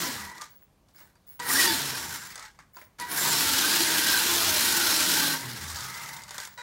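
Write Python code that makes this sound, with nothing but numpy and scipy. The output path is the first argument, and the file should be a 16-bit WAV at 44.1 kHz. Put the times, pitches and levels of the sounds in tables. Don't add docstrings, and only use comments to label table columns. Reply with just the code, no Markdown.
import sys
import numpy as np
from scipy import signal
from scipy.io import wavfile
from scipy.ndimage import uniform_filter1d

SR = 44100
rng = np.random.default_rng(int(sys.argv[2]) if len(sys.argv) > 2 else 0)


def waveform_to_disk(signal):
    frames = np.transpose(np.atleast_2d(signal))
    scaled = np.clip(frames, -1, 1) * 32767
    samples = np.round(scaled).astype(np.int16)
    wavfile.write(sys.argv[1], SR, samples)


def invert_db(x):
    u = np.asarray(x, float) / 20
    return 10 ** u


N = 291942

# [t/s, level/dB]
GEAR_DRIVE = [
    [(0.0, -30), (0.15, -39), (0.32, -49), (0.358, -54), (0.41, -56)],
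    [(1.395, -45.5), (1.453, -43), (1.513, -28), (1.625, -23), (1.765, -31.5), (2.179, -40.5),
     (2.352, -50.5)],
    [(2.986, -50), (3.015, -41), (3.035, -48), (3.07, -48), (3.125, -36), (3.22, -29), (3.36, -25.9),
     (3.9, -26.2), (5.158, -26.1), (5.34, -28.5)],
    [(5.342, -28.5), (5.378, -38), (5.468, -41.5), (5.802, -40.5), (6.13, -44), (6.2, -50), (6.29, -53.5),
     (6.48, -59), (6.575, -72)],
]
# [start t/s, spin-up/s, release t/s]
STARTS = [
    (1.394, .23, 1.75),
    (2.99, .37, 5.35),
    (6.576, .3, 7.0),
]
# [f/Hz, density/dB per Hz]
BODY_SPECTRUM = [(29, -40), (50, -15), (119, -8.5), (222, -7.5), (303, -4), (527, -12), (730, -12),
                 (880, -6), (1220, -4), (1630, -0.5), (2230, -5), (4060, -3), (11400, -8.5), (15600, -9.5)]
# [f/Hz, width/Hz, lift/dB]
SHELL_MODES = [(930, 82, 6.5), (1270, 90, 1), (1560, 260, 2.5), (1920, 170, 4), (3020, 200, .7),
               (4050, 400, 2.5), (5350, 450, 3), (7000, 300, 2), (8900, 120, 2.5), (11130, 350, 5.5),
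               (13300, 200, 2.5)]
# [start t/s, end t/s, f/Hz, level/dB]
FLARES = [(0, .12, 1980, -42), (.06, .45, 1950, -48), (1.43, 1.5, 1900, -38), (1.492, 1.518, 1880, -28),
          (1.545, 1.615, 1840, -33), (2.25, 2.5, 1950, -54), (5.41, 5.46, 2020, -43), (5.9, 6.3, 930, -50),
          (4.45, 4.7, 4150, -37), (4.75, 5.05, 4150, -36), (3.6, 3.8, 4050, -37), (3.9, 4.25, 3050, -42),
          (5.7, 5.85, 4700, -49), (5.6, 5.8, 3650, -53), (5.61, 5.64, 5250, -49), (1.48, 1.58, 7100, -36),
          (1.52, 1.6, 5500, -34), (0, .16, 990, -47), (.12, 0.447, 985, -50), (1.6, 1.65, 4600, -30),
          (1.655, 1.72, 4720, -30), (1.54, 1.6, 4750, -35), (1.62, 1.68, 4050, -34),
          (1.66, 1.73, 3500, -33), (1.6, 1.69, 5400, -35), (1.98, 2.14, 1825, -51), (1.902, 2.15, 925, -47),
          (1.78, 2.1, 5600, -44), (2.35, 2.47, 1270, -51), (3.17, 3.26, 7350, -34), (3.26, 3.31, 7700, -33),
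          (3.28, 3.345, 7250, -31), (4.02, 4.2, 5100, -34), (1.9, 2.35, 7300, -50), (3.25, 3.32, 940, -34),
          (3.3, 3.45, 5450, -34), (3.582, 3.66, 6050, -35), (3.65, 3.8, 4790, -35), (4.05, 4.25, 4050, -35),
          (4.85, 5.0, 5440, -32), (5.25, 5.36, 4100, -34), (5.65, 6.2, 1270, -46.5), (5.76, 6.3, 2055, -46),
          (1.45, 1.7, 9000, -34), (3.08, 3.17, 9900, -40), (.95, 1.0, 5000, -64), (1.15, 1.19, 4700, -72),
          (1.28, 1.33, 10300, -68)]
# [t/s, hold/s, level/dB, chassis re level/dB, hiss re
# level/dB]
SHUDDERS = [
    (0.413, .015, -45.5, 1, -10),
    (0.884, .01, -68, -10, -5),
    (1.008, .015, -66, 8, -6),
    (2.356, .115, -48, 1, -11),
    (2.5918, .004, -61, 8.5, -15),
    (2.999, .015, -49, -6, -3),
    (6.307, .065, -49, -2, -6),
    (6.38, .07, -47, -2, -6),
    (6.577, .05, -50, 4, -14),
]
# [t/s, hold/s, level/dB, chassis re level/dB, hiss re level/dB]
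SWINGS = [
    (0.982, .075, -62, 1, 1),
    (1.306, .05, -66, 0, 7),
    (2.777, .06, -61.5, 4, 3),
]
# [t/s, rotation f/Hz, level/dB]
SHAFT_RUNS = [
    [(-.01, 390, -43), (.05, 310, -46), (.12, 232, -48)],
    [(1.44, 206, -65), (1.49, 240, -46), (1.57, 280, -39), (1.63, 312, -45), (1.668, 385, -38),
     (1.73, 305, -37), (1.775, 200, -52)],
    [(3.3, 211, -50), (3.41, 250, -44), (3.76, 328, -37), (3.93, 308, -41), (4.1, 310, -38),
     (4.25, 342, -51), (4.75, 335, -51), (4.96, 305, -38), (5.31, 280.5, -40.5)],
]
# [multiple, level/dB]
SHAFT_ORDERS = [
    (1, -3),
    (2, -15),
    (1.09, -10),
    (.6, -14),
]
# [t/s, f/Hz, level/dB]
MESH_RUNS = [
    [(1.46, 800, -50), (1.52, 1250, -41), (1.545, 1500, -37), (1.57, 1800, -36), (1.6, 1980, -35),
     (1.62, 1880, -40), (1.67, 1800, -40), (1.74, 1700, -47)],
    [(3.38, 1300, -46), (3.5, 1380, -44), (3.63, 1540, -39), (3.76, 1690, -36.5), (3.85, 1620, -43),
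     (4.0, 1610, -39), (4.16, 1550, -35), (4.23, 1480, -46), (4.52, 1320, -48)],
    [(4.66, 1510, -43), (4.76, 1490, -37), (4.92, 1400, -41), (5.05, 1420, -44), (5.2, 1520, -42),
     (5.36, 1540, -43)],
]
# [start t/s, length/s, from f/Hz, to f/Hz, level/dB]
GLIDES = [(1.63, .14, 945, 860, -34), (1.53, .17, 1830, 1850, -30), (1.57, .05, 1930, 1990, -31),
          (1.4, .13, 1935, 1880, -39), (1.44, .09, 900, 1010, -44), (1.44, .1, 1330, 1260, -44),
          (3.08, .18, 715, 700, -51), (3.22, .38, 960, 835, -44), (3.66, .34, 860, 950, -44),
          (4.1, .14, 975, 960, -41), (4.32, .34, 705, 575, -42), (4.28, .2, 1040, 1100, -42),
          (4.48, .4, 1000, 820, -42), (5.07, .26, 945, 820, -41), (5.3, .13, 880, 970, -41),
          (4.22, .3, 350, 335, -44), (4.72, .16, 345, 340, -42), (.06, .06, 570, 540, -50),
          (0, .14, 1040, 985, -46), (.19, .13, 965, 955, -50), (3.25, .12, 390, 385, -47),
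          (6.25, .2, 590, 600, -62), (6.57, .05, 590, 590, -58), (5.25, .14, 570, 565, -52),
          (.02, .11, 1740, 1720, -45), (.14, .2, 1960, 1910, -50), (.14, .1, 1740, 1720, -51),
          (.14, .1, 1220, 1215, -52), (.39, .06, 1195, 1195, -48), (.0, .07, 1370, 1350, -48),
          (1.43, .07, 485, 485, -50)]
# [start t/s, length/s, from f/Hz, to f/Hz, level/dB]
DRUMMING = [(-.02, .08, 190, 150, -43), (.11, .08, 105, 120, -50), (1.74, .24, 160, 118, -47),
            (2.04, .11, 160, 150, -53), (3.15, .3, 150, 150, -46), (4.25, .35, 85, 95, -48),
            (5.12, .3, 170, 158, -44), (5.4, .21, 128, 118, -42), (.15, .16, 85, 78, -53),
            (1.97, .2, 82, 76, -53), (5.58, .24, 86, 77, -45), (5.76, .2, 128, 128, -51),
            (1.68, .17, 90, 86, -53), (3.42, .17, 74, 72, -52), (5.47, .15, 235, 200, -52),
            (5.62, .1, 150, 150, -54), (6.0, .2, 150, 135, -57), (5.7, .12, 235, 220, -57)]
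# [t/s, peak level/dB, chassis re peak/dB, top re peak/dB]
CLACKS = [(0.38, -33, -6, -17), (0.412, -27, -12, -21), (0.417, -24, -6, -21), (0.44, -35, -11, -24),
          (0.6204, -52, -1, -3), (0.8863, -51.5, -8, -8), (0.9465, -53, 0.5, -9), (1.0029, -42, -3, -11),
          (1.009, -48, 4, -14), (1.1548, -53, 3, -18), (1.2745, -52, -6, -4), (1.289, -50, -12, -5),
          (1.3985, -24, -3, -19), (1.492, -20, -9, -12), (2.3565, -25, -9, -21), (2.378, -28, -4.5, -19),
          (2.395, -28, -8.5, -19), (2.426, -32, -13, -19), (2.452, -38, -8, -20), (2.5455, -58, 3, -20),
          (2.5898, -40, 1, -19.5), (2.7456, -48, -10, -6), (2.7606, -46, -12, -6), (2.7686, -33, -2, -8),
          (2.786, -46, 6, -14), (2.815, -44.5, 7, -21), (2.9875, -37, -2.5, -6), (2.9995, -26, -7, -8),
          (6.2359, -28, -14, -14), (6.2923, -30, -16, -16), (6.308, -23.5, -8.5, -17),
          (6.345, -28, -10, -3), (6.3812, -18, -10, -21), (6.4015, -24, -9.5, -14), (6.4194, -32, -12, -16),
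          (6.4512, -26, -19, -20), (6.4737, -29, -6, -20)]
# [t/s, peak level/dB]
TICKS = [(.2009, -32), (.2967, -34), (1.893, -26), (1.992, -27), (2.2921, -37), (2.3221, -38), (5.558, -30),
         (6.0309, -33), (6.191, -38), (6.268, -40), (5.4717, -29), (5.4996, -31), (5.6133, -28),
         (5.6831, -26), (5.7154, -29), (5.759, -19), (5.7865, -23), (5.8064, -23), (5.8408, -24),
         (5.8665, -33), (5.8932, -31), (5.9416, -27), (5.9491, -25), (5.9695, -27), (5.996, -28),
         (6.0596, -26), (6.0907, -26), (6.165, -28), (6.219, -30)]
# [f/Hz, width/Hz, lift/dB]
RIB_MODES = [
    (960, 80, 7),
    (1270, 90, 5),
    (2000, 140, 5),
    (3620, 200, 6),
    (4700, 220, 8),
    (6750, 300, 5),
    (11120, 220, 4),
]
# [t/s, f/Hz, peak level/dB, T60/s]
PINGS = [(2.5898, 1150, -42, .03), (2.5898, 4700, -52, .02), (2.604, 1150, -50, .04),
         (2.7686, 1000, -37, .035), (2.7686, 4750, -44, .025), (2.785, 1050, -42, .03),
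         (2.815, 2100, -46, .03), (2.819, 620, -48, .06), (2.9985, 11000, -33, .03),
         (2.9995, 4500, -36, .04), (2.9995, 6300, -37, .03), (3.011, 9700, -34, .03),
         (3.012, 4400, -38, .03), (3.021, 9300, -39, .02), (6.3812, 3500, -33, .025),
         (6.3812, 1800, -34, .025), (1.009, 600, -56, .06), (6.091, 11100, -40, .05),
         (6.452, 11100, -44, .06)]
# [t/s, rise/s, hold/s, level/dB]
WHINES = [
    (1.394, .012, .032, -39),
    (2.998, .022, .034, -35),
    (6.575, .01, .05, -43.5),
]
# [multiple, level at start 1/dB, at start 2/dB, at start 3/dB]
WHINE_ORDERS = [
    (1, -12, -21, -16),
    (2, 0.5, 0, -1.5),
    (3, -14, -21, -5.5),
    (4, -3, -5, -4),
    (5, -21, -21, -12),
    (6, -20, -24, -22),
    (8, -16.5, -23, -4),
    (10, -24, -23, -20),
]
# [start t/s, length/s, level/dB]
STEER_WHISTLES = [(.492, .03, -55), (.545, .025, -54), (.61, .02, -55.5), (.935, .03, -54),
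                  (.985, .05, -54), (1.266, .016, -52), (1.288, .025, -52), (1.335, .022, -52),
                  (1.375, .02, -57), (2.25, .09, -59), (2.732, .03, -53), (2.775, .075, -58),
                  (5.93, .06, -56), (6.11, .05, -56), (6.445, .12, -57)]
# [f/Hz, density/dB per Hz]
QUIET_SPECTRUM = [(15, -44), (25, 2), (137, -4), (222, -9), (275, -13), (951, -18), (1250, -23.5),
                  (1590, -25.5), (11700, -34.5), (14500, -33.5), (15700, -37)]
GROUP_EDGES_HZ = [230, 760, 2500, 4500, 9000]

QUIET_DB, CUTOFF_HZ = -63, 15790
ROOM_T60_S, ROOM_DB = .35, -12
FULL_DB = -26
CHASSIS, HISS, DRONE, ROLLING = (-31.2, .75), (-28, 1.15), (-39.5, .82), (-48.5, .42)
SPIN_SHARES = (0, .3, .55, 1)
SPIN_HISS_DB, SPIN_STRAIN_DB, SPIN_CLATTER_DB = (-5, 8, 4, 0), (2.5, 3.5, 1, 0), (0, -1, -4, 0)
AFTER_S, AFTER_DRONE_DB, AFTER_CLATTER_DB = (0, .08, .45, .8), (1, 4, -4, -9), (0, -.6, -2.2, -1.5)
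SLACK_HELD_DB, SLACK_FREE_DB, SLACK_SLOW_DB, FREE_S, SLOW_S = .42, 1.4, 2.2, .2, .75
STRIKES_PER_S, STRIKE_FADE_S = 70, .007
WANDER_SAMPLES, WANDER_PER_S = 28, 2.5
SWELL_S, SWELL_DB, FALL_S, TAIL_S, TAIL_DB_PER_S = .036, 8, .06, .2, 125
HOLD_SAG_DB_PER_S, FALL_DB_PER_S, SHUDDER_DRONE_DB, SWING_DRONE_DB = 35, 280, -21, -5
SAG_HZ_PER_S, LET_GO_S, LET_GO_DB, RUN_OUT_S, RUN_OUT_DB = 260, .09, 9, .34, 15
DRUM_RISE, DRUM_FALL, DRUM_ENDS_DB = .25, .3, 11
WHINE_HZ, WHINE_FALL_S, WHINE_LINGER_S = 485, .012, .07
WHINE_START_DB, WHINE_HOLD_DB, WHINE_FALL_DB = 10, 2, 10
STEER_HZ, STEER_RISE_S, STEER_FALL_S, STEER_RISE_DB, STEER_FALL_DB = 15680, .015, .04, 8, 22


def gears(per_s, size_db, smooth):
    knocks = rng.random((2, N)) < per_s * invert_db(3.0 * drift(60)) / SR
    sizes = invert_db(size_db * np.minimum(rng.exponential(1, (2, N)), 4)) * rng.choice([-1, 1], (2, N))
    shake = rms_one(knocks * sizes) + smooth * rng.standard_normal((2, N))
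    shake = fine_modes(shell(shake, SHELL_MODES), lift_db=3.2, count=44)

    roll, drone, chassis, clatter, rattle, hiss = bank(shake, BODY_SPECTRUM, patchy_db=.8, step=.38)
    rattle = clatter * invert_db(since_start(SPIN_CLATTER_DB) + since_release(AFTER_CLATTER_DB)) + rattle
    roll, drone, chassis, rattle, hiss = [rms_one(g) for g in (roll, drone, chassis, rattle, hiss)]

    lumps = invert_db(slack() * (strikes() - .3))
    chassis = chassis * lumps ** .6
    rattle = rattle * lumps
    hiss = hiss * lumps ** 1.2

    swing = in_time(GEAR_DRIVE, column=1) / invert_db(FULL_DB)
    strain = invert_db(since_start(SPIN_STRAIN_DB))

    def follows(full_db, share):
        return invert_db(full_db) * swing ** share

    rattle_gain = follows(FULL_DB, share=1) + shudders(column=0)
    chassis_gain = follows(*CHASSIS) * strain + shudders(column=1)
    hiss_gain = follows(*HISS) * invert_db(since_start(SPIN_HISS_DB)) + shudders(column=2)
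    drone_gain = follows(*DRONE) * strain * invert_db(since_release(AFTER_DRONE_DB)) + shudders(column=3)
    return (rattle * rattle_gain + chassis * chassis_gain + hiss * hiss_gain
            + drone * drone_gain + roll * follows(*ROLLING))


def slack():
    points = [(0, SLACK_HELD_DB), (FREE_S, SLACK_FREE_DB), (SLOW_S, SLACK_SLOW_DB)]
    for s, spin, off in STARTS:
        points += [(s, SLACK_FREE_DB), (s + .6 * spin, SLACK_HELD_DB), (off, SLACK_HELD_DB)]
        points += [(off + FREE_S, SLACK_FREE_DB), (off + SLOW_S, SLACK_SLOW_DB)]
    return np.interp(np.arange(N) / SR, *np.transpose(points))


def strikes():
    caught = (rng.random(N) < STRIKES_PER_S / SR) * rng.uniform(.4, 1, N)
    fading = np.sqrt(signal.lfilter([1], [1, -np.exp(-1 / (STRIKE_FADE_S * SR))], caught))
    return rms_one(fading - np.mean(fading))


def shudders(column):
    tables = []
    kinds = ((SHUDDERS, SHUDDER_DRONE_DB, []), (SWINGS, SWING_DRONE_DB, [(SWELL_S, SWELL_DB)]))
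    for table, drone_db, swell in kinds:
        for s, hold, db, *balance_db in table:
            db = db + (0, *balance_db, drone_db)[column]
            held_db = db - HOLD_SAG_DB_PER_S * hold
            fallen_s, fallen_db = s + hold + FALL_S, held_db - FALL_DB_PER_S * FALL_S
            rows = [(s - lead, db - under_db) for lead, under_db in swell]
            rows += [(s, db), (s + hold, held_db), (fallen_s, fallen_db)]
            rows += [(fallen_s + TAIL_S, fallen_db - TAIL_DB_PER_S * TAIL_S)]
            tables.append(rows)
    return in_time(tables, column=1)


def since_start(step_db):
    t = np.arange(N) / SR
    return sum(np.interp((t - s) / spin, SPIN_SHARES, step_db, left=0, right=0) for s, spin, _ in STARTS)


def since_release(step_db):
    t, out = np.arange(N) / SR, np.zeros(N)
    releases = [0] + [row[2] for row in STARTS]
    for off, again in zip(releases, [row[0] for row in STARTS]):
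        at = (t >= off) & (t < again)
        out[at] = np.interp(t[at] - off, AFTER_S, step_db)
    return out


def resonate(x, hz, width_hz):
    r = np.exp(-np.pi * width_hz / SR)
    poles = [1, -2 * r * np.cos(2 * np.pi * hz / SR), r * r]
    return signal.lfilter(np.array([1, 0, -1]) * (1 - r * r) / 2, poles, x)


def shell(x, modes):
    return x + sum((invert_db(lift_db) - 1) * resonate(x, hz, width) for hz, width, lift_db in modes)


def fine_modes(x, lift_db, count):
    rings = 0
    for hz in np.geomspace(700, 14500, count) * rng.uniform(.99, 1.01, count):
        ring = resonate(x[0], hz, 18 + .0035 * hz)
        ring = np.interp(np.arange(N) + WANDER_SAMPLES * drift(WANDER_PER_S), np.arange(N), ring)
        rings = rings + ring * invert_db(lift_db + 5.2 * np.minimum(drift(16.0), 2.2))
    return x + rings


def flares(width_hz):
    out = np.zeros(N)
    for start, end, hz, db in FLARES:
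        a, b = round(start * SR), round(end * SR)
        r = np.exp(-np.pi * width_hz * np.sqrt(hz / 1000) / SR)
        poles = [1, -2 * r * np.cos(2 * np.pi * hz / SR), r * r]
        ring = signal.lfilter([1], poles, rng.standard_normal(N // 6))
        ring = ring / uniform_filter1d(ring ** 2, size=1500) ** .3
        out[a:b] += invert_db(db) * rms_one(ring[2000:2000 + b - a]) * np.sqrt(np.hanning(b - a))
    return out


def shaft():
    return sum(turning(run_down(rows), SHAFT_ORDERS, wobble=.035, flutter_db=3.5) for rows in SHAFT_RUNS)


def run_down(rows):
    s, hz, db = rows[-1]
    return rows + [(s + LET_GO_S, hz - SAG_HZ_PER_S * LET_GO_S, db - LET_GO_DB),
                   (s + RUN_OUT_S, hz - SAG_HZ_PER_S * RUN_OUT_S, db - RUN_OUT_DB)]


def pinion():
    rough = invert_db(3.5) * sum(mesh(rows, width_hz=60, flutter_db=2.4) for rows in MESH_RUNS)
    return rough + sum(turning(slide(*row), [(1, -1.5)], wobble=.012, flutter_db=3.0) for row in GLIDES)


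def mesh(rows, width_hz, flutter_db):
    out, gain = np.zeros(N), in_time([rows], column=2)
    at = np.flatnonzero(gain)
    phase = 2 * np.pi * np.cumsum(np.interp(at / SR, *np.transpose(rows)[:2])) / SR
    band = drift(width_hz, size=len(at)) * np.sin(phase) + drift(width_hz, size=len(at)) * np.cos(phase)
    out[at] = invert_db(flutter_db * drift(14, size=len(at))) * band
    return out * gain


def wheels():
    return sum(turning(slide(*row), [(1, -0.67)], wobble=.03, flutter_db=2.5) for row in DRUMMING)


def slide(start, length, from_hz, to_hz, db):
    shares, ends = np.array([0, DRUM_RISE, 1 - DRUM_FALL, 1]), np.array([1, 0, 0, 1])
    return np.transpose([start + length * shares, from_hz + (to_hz - from_hz) * shares,
                         db - DRUM_ENDS_DB * ends])


def turning(rows, orders, wobble, flutter_db):
    out, gain = np.zeros(N), in_time([rows], column=2)
    at = np.flatnonzero(gain)
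    hz = np.interp(at / SR, *np.transpose(rows)[:2])
    turns = np.cumsum(hz * (1 + wobble * drift(25.9, size=len(at)))) / SR
    for k, db in orders:
        out[at] += invert_db(db + flutter_db * drift(24, size=len(at))) * np.sin(2 * np.pi * k * turns)
    return np.sqrt(2) * out * gain


def blows():
    ticks = [(*row, -11, -6) for row in TICKS]
    struck = clacks(CLACKS, trim_db=-2.5, t60=.03) + clacks(ticks, trim_db=-4.2, t60=.05)
    return shell(struck, RIB_MODES) + pings()


def clacks(events, trim_db, t60):
    out, t = np.zeros(N + 2000), np.arange(2000) / SR
    bands = [(2500, 9000), (600, 2500), (9000, 16500)]
    bursts = rng.standard_normal((len(events), 2000))
    bursts[:, 0] = 3.5
    for column, (edge, longer) in enumerate(zip(bands, (1, 2.2, .7))):
        band = signal.butter(2, edge, "band", fs=SR, output="sos")
        for row, blow in zip(events, signal.sosfilt(band, bursts * invert_db(-60 * t / (t60 * longer)))):
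            at, balance_db = round(row[0] * SR), (0, *row[2:])[column]
            out[at:at + 2000] += invert_db(row[1] + balance_db + trim_db) * blow / np.abs(blow).max()
    return out[:N]


def pings():
    out, t = np.zeros(N), np.arange(3000) / SR
    for s, hz, db, t60 in PINGS:
        out[round(s * SR):][:3000] += invert_db(db - 60 * t / t60) * np.sin(2 * np.pi * hz * t)
    return out


def controller():
    t, whine, starts, swings = np.arange(N) / SR, 0, [], []
    for s, rise, hold, db in WHINES:
        held = s + rise + hold
        rows = [(s, db - WHINE_START_DB), (s + rise, db), (held, db - WHINE_HOLD_DB)]
        rows += [(held + WHINE_FALL_S, db - WHINE_FALL_DB), (held + WHINE_LINGER_S, db - WHINE_FALL_DB - 3.0)]
        starts.append(in_time([rows], column=1))
    for k, *levels_db in WHINE_ORDERS:
        partial = np.sin(2 * np.pi * k * WHINE_HZ * t + k * k + .3 * drift(60))
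        whine = whine + partial * invert_db(2.2 * drift(40)) * (invert_db(levels_db) @ starts)
    for s, length, db in STEER_WHISTLES:
        swings.append([(s, db - STEER_RISE_DB), (s + STEER_RISE_S, db), (s + length, db),
                       (s + length + STEER_FALL_S, db - STEER_FALL_DB)])
    whistle = invert_db(2.5 * drift(22)) * np.sin(2 * np.pi * STEER_HZ * t + .3 * drift(60))
    return np.sqrt(2) * (whine + whistle * in_time(swings, column=1))


def room(x):
    t = np.arange(round(.5 * SR)) / SR
    tail = rng.standard_normal(len(t)) * invert_db(-60 * t / ROOM_T60_S) * (t > .004)
    tail = signal.lfilter([.5], [1, -.45], tail)
    return x + invert_db(ROOM_DB) * signal.fftconvolve(x, tail / np.sqrt(np.sum(tail ** 2)))[:N]


def room_quiet():
    bands = bank(rng.standard_normal((2, N)), QUIET_SPECTRUM, patchy_db=1.2, step=.5)
    return invert_db(QUIET_DB) * rms_one(bands.sum(axis=0))


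def bank(sources, spectrum, patchy_db, step):
    groups, edges = np.zeros((6, N)), 19000 * 2 ** np.arange(-9.5, .01, step)
    for k, (low, high) in enumerate(zip(edges, edges[1:])):
        sos = signal.butter(2, [low, high], "band", fs=SR, output="sos")
        band = signal.sosfilt(sos, sources[k % 2])
        hz = min(np.sqrt(low * high), CUTOFF_HZ)
        gain = invert_db(at_hz(spectrum, hz) + patchy_db * drift(5.9))
        groups[np.searchsorted(GROUP_EDGES_HZ, hz)] += band * gain
    return groups


def at_hz(points, hz):
    return np.interp(np.log(hz), np.log(np.array(points)[:, 0]), np.array(points)[:, 1])


def drift(rate, size=N):
    r = np.exp(-80 * np.pi * rate / SR)
    slow = signal.lfilter([1], [1, -2 * r, r * r], rng.standard_normal(N // 40 + 2002))[2000:]
    return np.interp(np.arange(size) / 40, np.arange(len(slow)), rms_one(slow))


def in_time(tables, column):
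    gain = np.zeros(N)
    for rows in tables:
        rows = np.array(rows)
        first, last = round(rows[0, 0] * SR) - 88, round(rows[-1, 0] * SR) + 88
        at = np.arange(max(first, 0), min(last, N))
        ends = np.clip(np.minimum(at - at[0], at[-1] - at) / 88, 0, 1)
        gain[at] += ends * invert_db(np.interp(at / SR, rows[:, 0], rows[:, column]))
    return gain


def rms_one(x):
    return x / np.sqrt(np.mean(x ** 2) + 1e-20)


def scene():
    rattle = gears(per_s=3500, size_db=2.5, smooth=0.77) + flares(width_hz=55)
    mono = rattle + room(shaft() + pinion() + blows()) + wheels() + controller() + room_quiet()
    return np.array([mono, mono])


def low_pass(x):
    return signal.sosfilt(signal.butter(12, 17090, fs=SR, output="sos"), x)


def record(dry):
    mono = signal.sosfilt(signal.butter(3, 42, "high", fs=SR, output="sos"), dry[0])
    mono = signal.sosfilt(signal.ellip(12, .5, 75, CUTOFF_HZ, fs=SR, output="sos"), mono)
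    return low_pass(np.array([mono, mono]))


dry = scene()
out = record(dry)
waveform_to_disk(out)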